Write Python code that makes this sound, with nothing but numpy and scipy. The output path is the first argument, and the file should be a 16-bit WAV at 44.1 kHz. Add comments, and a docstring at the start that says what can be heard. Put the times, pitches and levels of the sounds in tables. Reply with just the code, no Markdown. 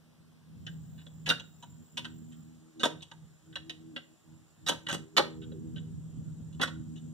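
"""A drive chain, shifted by hand on its sprocket, close to a stereo microphone in an open garage.
Links click and rattle in short showers that ring the steel and knock the frame; the sprocket's rim
rings on and the walls answer briefly. In the distance a motor hums over a rumble; this low end rises
and drops out as the recorder's noise suppressor opens and closes. Outside, crickets trill with their
wings over faint air noise. The camera widens its stereo picture."""
import sys
import numpy as np
from scipy import signal
from scipy.fft import rfft, irfft, next_fast_len
from scipy.io import wavfile
from scipy.ndimage import uniform_filter1d

SR = 44100
rng = np.random.default_rng(int(sys.argv[2]) if len(sys.argv) > 2 else 0)


def persist_wave(psi):
    """Save psi, clipped to +-1, as 16-bit WAV."""
    counts = np.round(np.clip(psi, -1, 1) * 32767).astype(np.int16)
    wavfile.write(sys.argv[1], SR, np.atleast_2d(counts).T)


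N = 314433

# chain blows: t/s, peak in the 2.4-5 kHz band/dB, rattle length/ms, then four tone gains:
# frame knock/dB, hollow/dB, sprocket clank/dB, bright tick/dB
CHAIN_BLOWS = [(0.665, -40.5, 2.9, -17.5, -24, -11, -20.5), (0.673, -46.5, 3.2, -21, -36, -1, -39),
               (0.9778, -57.5, 42, -33, -18, -4, -30), (1.064, -52.5, 2.4, 4.5, -9, -6, -9.5),
               (1.26, -34, 19.4, -31.5, -14.5, -5, -17), (1.2737, -38.5, 25, 1, -0.5, -5, -13),
               (1.289, -24, 1.9, -15.5, -13.5, -3.5, -11), (1.2992, -19, .8, -4.5, -8, 0.5, -16),
               (1.308, -33, 4.9, -0.5, -2.5, 6.5, -16), (1.3958, -42, 0.81, -12, -7, -14, -12),
               (1.625, -51, 7.8, -7.5, 7, -4, -7), (1.971, -31, 13.7, -13.5, -6, -12, -12),
               (2.0451, -38.5, 3, -21, -6, 5, -15), (2.314, -61.5, 25, -21, -31, -1.5, -9),
               (2.7958, -40, 22, -7.5, -11, -1, -16.5), (2.8321, -22, 3.2, 2, -2, 0, -17.5),
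               (2.8458, -30, 12.7, 5, 4.5, 4.5, -9), (3.005, -53, 4.2, -39, -25, -23, -39),
               (3.0208, -43.5, 7, -21, -4, -25, -10), (3.1133, -48, 2.9, -11, 6, -2.5, -16.5),
               (3.526, -57, 3, -20, -17, -1, -27), (3.555, -34, 3.6, -11.5, -11, -3, -18.5),
               (3.695, -36, 4.4, -13, -21, -12, -17), (3.9613, -36, 4, -3, -14, -8, -20.5),
               (4.6629, -29, 16, -13, -10, -1.5, -11.5), (4.6842, -28, 2, -27, -8, -1.5, -9),
               (4.6901, -24, 4.7, -3.5, 0.5, -1.5, -10.5), (4.698, -39.5, 25.7, 4.5, 6, 4, -15),
               (4.865, -33.5, 4.4, -18.5, -15.5, -5.5, -24.5), (4.885, -34.5, 15, -9.5, -4.5, 2.5, -12),
               (4.909, -37, 11, -7, -7.5, 3, -7.5), (4.926, -35, 20, -0.5, -3.5, -1.5, -2),
               (4.9454, -48, 5, 7, -6, -1.5, -5), (5.166, -19.5, 8.4, -4, -3.5, -0.5, -16.5),
               (5.1793, -17, 1.7, -1, 7, 2.5, -15.5), (5.1916, -35, 4.1, 7, 9, 8, -21.5),
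               (5.416, -53.5, 25, -24, -26, -4, -20), (5.516, -58, 6, 12.5, -12, -5, -26.5),
               (5.7591, -48, 23.6, -5, -21, -3, -27), (6.526, -62.5, 21, -12.5, -21, -20, -14),
               (6.5958, -44, 19, 5, 3, 5, -20), (6.6126, -28, 10.4, -3, -12, -0.5, -14),
               (6.627, -29.5, 9.8, -8, 0, 6, -9.5), (6.6748, -41, 2.8, -7, 1, -5, -17),
               (6.957, -55, 26, -14.5, -19, -15, -14.5)]
# where a blow's tone is set (knock, hollow, clank, two points at unity gain, tick): f/Hz
TONE_POINTS_HZ = [560, 950, 1500, 2500, 4200, 6200]
# modes of links, sprocket and frame, damped by grease and hand: f/Hz, level/dB, t60/s
STEEL_MODES = [(266, 10, 0.026), (491.6, -4.5, 0.062), (550.6, 0, 0.054), (731.7, -4, 0.034),
               (929, -5, 0.045), (1135, -11, 0.03), (1308, -8, 0.041), (1540, -4.5, 0.052),
               (1835, -3, 0.023), (2830, -6.5, 0.016), (2998, -0.5, 0.025), (3365, -5, 0.03),
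               (3783, 0.5, 0.017), (6500, 11.5, 0.007), (8450, -2, 0.036)]
# resonance of the sprocket's free rim: f/Hz, level/dB, t60/s
RIM_MODES = [(3800, -8, .5)]
# reverberation of the garage: f/Hz, t60/s
GARAGE_DECAY = [(250, 0.42), (600, 0.3), (1400, 0.29), (3700, 0.27), (9000, 0.24)]
# upper hum harmonics as the noise suppressor lets them through, relative to the low end:
# t/s, third/dB, fourth/dB, fifth and sixth/dB
SUPPRESSED_HARMONICS = [(0.0, -4, -11.5, -35.5), (1.3, -24, -63, -45), (2.04, 0, -9, -19.5),
                        (2.45, -3.5, -17.5, -35), (2.8, 2.5, 8, -9), (3.28, -39.5, -31, -43),
                        (3.47, -12, -2, -22), (3.97, 0, 2, -17), (4.52, -13, -13.5, -41),
                        (5.22, -4, -3, -3.5), (5.7, -7.5, -9.5, -17.5), (6.0, -19, -38.5, -36),
                        (6.52, -18, -26, -63), (6.64, -4.5, -9, -32), (7.12, -8, -16.5, -38)]
# spectrum of the distant rumble: f/Hz, relative level/dB
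RUMBLE_SPECTRUM = [(25, -35), (56, -34), (80, -9), (157, -7), (285, -22.5), (600, -46), (1300, -75.5)]
# level of the low end as the recorder's noise suppressor opens and closes: t/s, level/dB
SUPPRESSOR_LEVEL = [(0.0, -64.5), (0.44, -57), (0.72, -43.5), (1.14, -50), (1.33, -41.5), (1.5, -57),
                    (1.75, -53), (2.0, -50), (2.35, -52), (2.66, -58.5), (2.85, -48), (3.3, -54),
                    (3.95, -56.5), (4.08, -69.5), (4.33, -53), (4.47, -65.5), (4.7, -45.5), (5.2, -48.5),
                    (5.78, -41), (7.12, -44)]
# brief dropouts of the low end where the suppressor closes: t/s, depth/dB
SUPPRESSOR_DIPS = [(1.901, -12), (2.73, -15.5), (3.1, -12), (3.41, -10.5), (4.201, -19), (4.559, -8),
                   (4.821, -14), (5.108, -15)]
# crickets outside: t/s, near level/dB, far level/dB, top hiss level/dB
CRICKET_LEVELS = [(0, -107, -102, -100), (.5, -95, -86, -93), (.68, -69, -75.5, -77.5),
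                  (2.4, -68.5, -76, -77.5), (2.7, -81, -75.5, -102), (4.5, -74, -77.5, -90.5),
                  (7.13, -72, -70.5, -92)]
# spectrum of the air around the microphone: f/Hz, relative level/dB
AIR_SPECTRUM = [(30, -19.5), (120, 3), (400, -3), (900, -10.5), (2000, -14.5), (4500, -16.5), (9000, -21),
                (16000, -28)]

CONTACTS_PER_S, UNEVEN_DB, FIRST_CONTACT_DB, FALL_DB_PER_MS = 4000, 3, 11.5, 1.14
CLATTER_UNITY_DB, CLATTER_DB_PER_DB = -45, 0.7032  # harder blows clatter more
JINGLE_DB, JINGLE_T60_S = -23, 0.2  # loose links shiver on after each blow
WANDER_RAD = 0.06  # per sample: rubbing links shake the phase of every mode
RIGHT_LAG_RAD = 1.204  # the right microphone hears the links a little behind
HUM_HZ, DIP_S = 79.7, 0.053
CROSS_DELAY_MS, BAND_LIMIT_HZ = 0.4417, 15700


def chain():
    """The hand shifts the chain blow by blow, close by and a little right of centre."""
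    lead = 256  # samples of each blow ahead of its moment
    out = np.zeros((2, N + 20000))
    for at_s, peak_db, rattle_ms, *tone_db in CHAIN_BLOWS:
        sound = blow(peak_db, rattle_ms, *tone_db, lead=lead)
        start = round(at_s * SR) - lead
        out[:, start:start + sound.shape[1]] += sound
    return out[:, :N] * gain_of([[-1.2], [1.2]])


def blow(peak_db, rattle_ms, knock_db, hollow_db, clank_db, tick_db, lead):
    """One shower of link contacts rings the steel of chain, sprocket and frame."""
    size = 8192
    t, hz = np.arange(size) / SR, np.fft.rfftfreq(size, 1 / SR)
    shower = rfft(link_contacts(t, rattle_ms))
    steel = rfft(steel_ring(t, hz, shower) + clatter(t, peak_db))
    tone_db = [knock_db, hollow_db, clank_db, 0, 0, tick_db]
    tone = gain_of(at_frequency(list(zip(TONE_POINTS_HZ, tone_db)), hz))
    tone *= (hz / 220) ** 2 / (1 + (hz / 220) ** 2)  # small parts radiate no bass
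    tone /= 1 + (hz / 8800) ** 5  # grease takes the top
    lag = np.exp(-1j * np.array([[0], [RIGHT_LAG_RAD]]))
    sound = np.roll(irfft(shower * lag * steel * tone), lead, axis=1)
    core = irfft(rfft(sound) * (hz > 2400) * (hz < 5000))
    core_peak = np.sqrt(2 * uniform_filter1d((core ** 2).mean(0), size=300).max())
    return sound / core_peak * gain_of(peak_db)


def link_contacts(t, rattle_ms):
    """Links strike at random and unequally for the length of the rattle, then die away."""
    size = len(t)
    contacts = rng.standard_normal((3, size)) * (rng.random(size) < CONTACTS_PER_S / SR)
    contacts *= gain_of(UNEVEN_DB * np.minimum(rng.exponential(1, size), 4))
    contacts = 1.2 * contacts[0] + 0.58 * contacts[1:]  # each microphone faces other sides of the links
    attack = np.minimum((t + 1 / SR) / 0.0013, 1)
    contacts *= attack * gain_of(-FALL_DB_PER_MS * np.maximum(1000 * t - rattle_ms, 0))
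    contacts[:, 32] += gain_of(FIRST_CONTACT_DB)
    return contacts


def steel_ring(t, hz, shower):
    """The damped steel modes, their level and pitch a little different at every blow."""
    mode_hz, db, t60 = np.transpose(STEEL_MODES)[:, :, None]
    level_luck, pitch_luck = rng.standard_normal((2, len(STEEL_MODES), 1))
    mode_hz = mode_hz * (1 + 0.016 * pitch_luck)
    power = uniform_filter1d(abs(shower.sum(0)) ** 2, size=15)
    reach = np.sqrt(power.mean() / np.interp(mode_hz, hz, power))  # every shower reaches every mode
    wander = WANDER_RAD * np.cumsum(rng.standard_normal((len(STEEL_MODES), len(t))), 1)
    decay = gain_of(db + 2.5 * level_luck - 60 * t / t60)
    build = 1 - np.exp(-t * mode_hz)  # takes a few cycles, so the bass blooms late
    return (reach * build * decay * np.sin(2 * np.pi * mode_hz * t + wander)).sum(0)


def clatter(t, peak_db):
    """Small modes too close to tell apart: a bright burst with a faint jingling tail."""
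    bright = signal.lfilter([1, -0.7], 1, rng.standard_normal(len(t)))
    decay = gain_of(-60 * t / 0.02) + gain_of(JINGLE_DB - 60 * t / JINGLE_T60_S)
    return bright * decay * gain_of(CLATTER_DB_PER_DB * (peak_db - CLATTER_UNITY_DB))


def sprocket_rim(links):
    """The free rim rings on thinly after each blow."""
    out = 0
    for hz, db, t60 in RIM_MODES:
        b, a = signal.iirpeak(hz, Q=hz * t60 * np.pi / np.log(1000), fs=SR)
        out = out + gain_of(db) * signal.lfilter(b, a, links)
    return out


def garage(links):
    """Wall reflections: three diffuse tails alternate, so no single pitch rings after every blow."""
    length, out = SR // 2, 0
    for k in range(3):
        taps = np.zeros((2, length))
        arrivals = np.arange(200, length - 20, 20)
        arrivals = arrivals + rng.integers(0, 20, (2, len(arrivals)))
        np.put_along_axis(taps, arrivals, rng.choice([-1., 1.], arrivals.shape), 1)
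        hz, t, bands = signal.stft(taps, SR, nperseg=256)
        bands *= gain_of(-60 * t / at_frequency(GARAGE_DECAY, hz)[:, None])
        tail = signal.istft(bands, SR, nperseg=256)[1]
        turn = np.sqrt(2 / 3) * np.cos(2 * np.pi * (11 * np.arange(N) / SR + k / 3))
        out = out + signal.fftconvolve(links * turn, tail / np.linalg.norm(tail[0]), axes=1)[:, :N]
    return out


def motor_hum():
    """A distant, steady hum whose upper harmonics fade in and out under the noise suppression."""
    turns = np.cumsum(HUM_HZ * (1 + 0.002 * drift(hz=13))) / SR
    third, fourth, fifth = gain_curves(SUPPRESSED_HARMONICS)
    levels = [gain_of(-14), gain_of(-2.5), third, fourth, fifth, gain_of(-6.5) * fifth]
    lags_rad = [1.8, 0.36, 1.8, 1.2, 0.87, 0.88]  # between the microphones
    hum = 0
    for k, (level, lag) in enumerate(zip(levels, lags_rad)):
        waver = gain_of((0.2 + 1.1 * k) * drift(hz=26))
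        phase = 2 * np.pi * (k + 1) * turns + 0.32 * k * drift(hz=25.75)
        hum = hum + np.sqrt(2) * level * waver * np.sin(phase + lag * np.array([[0.5], [-0.5]]))
    return hum


def low_end():
    """Distant hum and rumble, rising and dropping out at set times as the suppressor opens and closes."""
    hum = motor_hum()
    rumble = gain_of(-3) * stereo_noise(RUMBLE_SPECTRUM, coherence=0.41, patchy_db=1.5)
    flutter = gain_of(2.1 * drift(hz=32) + 0.46 * drift(hz=12))
    drone = flutter * rumble + flutter ** 0.3 * hum  # the hum flutters less
    t = np.arange(N) / SR
    dips = gain_of(sum(db * np.exp(-((t - at_s) / DIP_S) ** 2) for at_s, db in SUPPRESSOR_DIPS))
    return gain_curves(SUPPRESSOR_LEVEL)[0] * dips * drone * gain_of([[-0.8], [0.8]])


def crickets():
    """Outside, wing strokes pulse a narrow chirp; farther ones blur; a thin hiss sits an octave up."""
    strokes = np.cumsum(49 * (1 + 0.013 * drift(hz=1.7))) / SR  # about 49 a second
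    gate = (0.38 + np.cos(np.pi * strokes) ** 2) * gain_of(drift(hz=37))
    near, far, hiss = rng.standard_normal((3, 2, N))
    near = unit_rms(gate * resonance(near, 7260, width_hz=59))
    far = unit_rms(resonance(far, 8070, width_hz=180) + resonance(far, 7000, width_hz=730))
    hiss = unit_rms(resonance(hiss, 14900, width_hz=1100) * gain_of(2.5 * drift(hz=30)))
    near_gain, far_gain, hiss_gain = gain_curves(CRICKET_LEVELS)
    return near_gain * near + far_gain * far + hiss_gain * hiss


def air():
    """Faint, diffuse noise all around the microphone."""
    return gain_of(-67) * stereo_noise(AIR_SPECTRUM, coherence=0.15, patchy_db=1.5)


def stereo_noise(spectrum, coherence, patchy_db):
    """Noise of rms 1, partly shared by the microphones, with drifting patches in its spectrum."""
    frames, hz = N // 512 + 5, np.fft.rfftfreq(2048, 1 / SR)
    a, b, c, d, patches = rng.standard_normal((frames, 1025, 5)).T
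    patches = unit_rms(uniform_filter1d(uniform_filter1d(patches, size=8, axis=0), size=6, axis=1))
    left = a + 1j * b
    right = coherence * left + np.sqrt(1 - coherence ** 2) * (c + 1j * d)
    bands = np.array([left, right]) * gain_of(at_frequency(spectrum, hz)[:, None] + patchy_db * patches)
    return unit_rms(signal.istft(bands, nperseg=2048, noverlap=1536)[1][:, :N])


def resonance(x, hz, width_hz):
    """A steep resonance: two equal peaks in a row."""
    b, a = signal.iirpeak(hz, hz / width_hz, SR)
    return signal.lfilter(b, a, signal.lfilter(b, a, x))


def drift(hz):
    """A random wander of about unit size, with hz new values a second."""
    steps = rng.standard_normal(4000)
    return np.interp(np.arange(N) / SR * hz, np.arange(len(steps)), steps)


def gain_curves(table):
    """Each dB column of a timed table as a gain per sample."""
    times, *columns = np.transpose(table)
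    return [gain_of(np.interp(np.arange(N) / SR, times, db)) for db in columns]


def at_frequency(points, hz):
    """A table's value at hz, interpolated over log frequency."""
    points_hz, values = np.transpose(points)
    return np.interp(np.log(hz + 1), np.log(points_hz + 1), values)


def gain_of(db):
    return 10 ** (np.asarray(db) / 20)


def unit_rms(x):
    return x / np.sqrt(np.mean(x ** 2) + 1e-20)


def scene():
    """At the microphone: the chain close up, the garage around it, motor and crickets beyond."""
    links = chain()
    close = links + sprocket_rim(links)
    return close + air() + gain_of(-11.5) * garage(links) + low_end() + crickets()


def record(dry):
    """The camera widens the stereo: each side subtracts a late copy of the other; then a low-pass."""
    size = next_fast_len(N)
    hz = np.fft.rfftfreq(size, 1 / SR)
    cross_gain = np.interp(hz, [0, 250, 700, 2300, 5000, 7500, SR / 2],
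                           [0.44, 0.027, 0.54, 0.7, 0.38, 0.2, 0.062])
    delay = np.exp(-2j * np.pi * hz * CROSS_DELAY_MS / 1000)
    opposite = irfft(rfft(dry[::-1], size) * cross_gain * delay, size)[:, :N]
    lowpass = signal.firwin(511, BAND_LIMIT_HZ, window=("kaiser", 9), fs=SR)
    return signal.oaconvolve(dry - opposite, lowpass[None], "same")


dry = scene()
out = record(dry)
persist_wave(out)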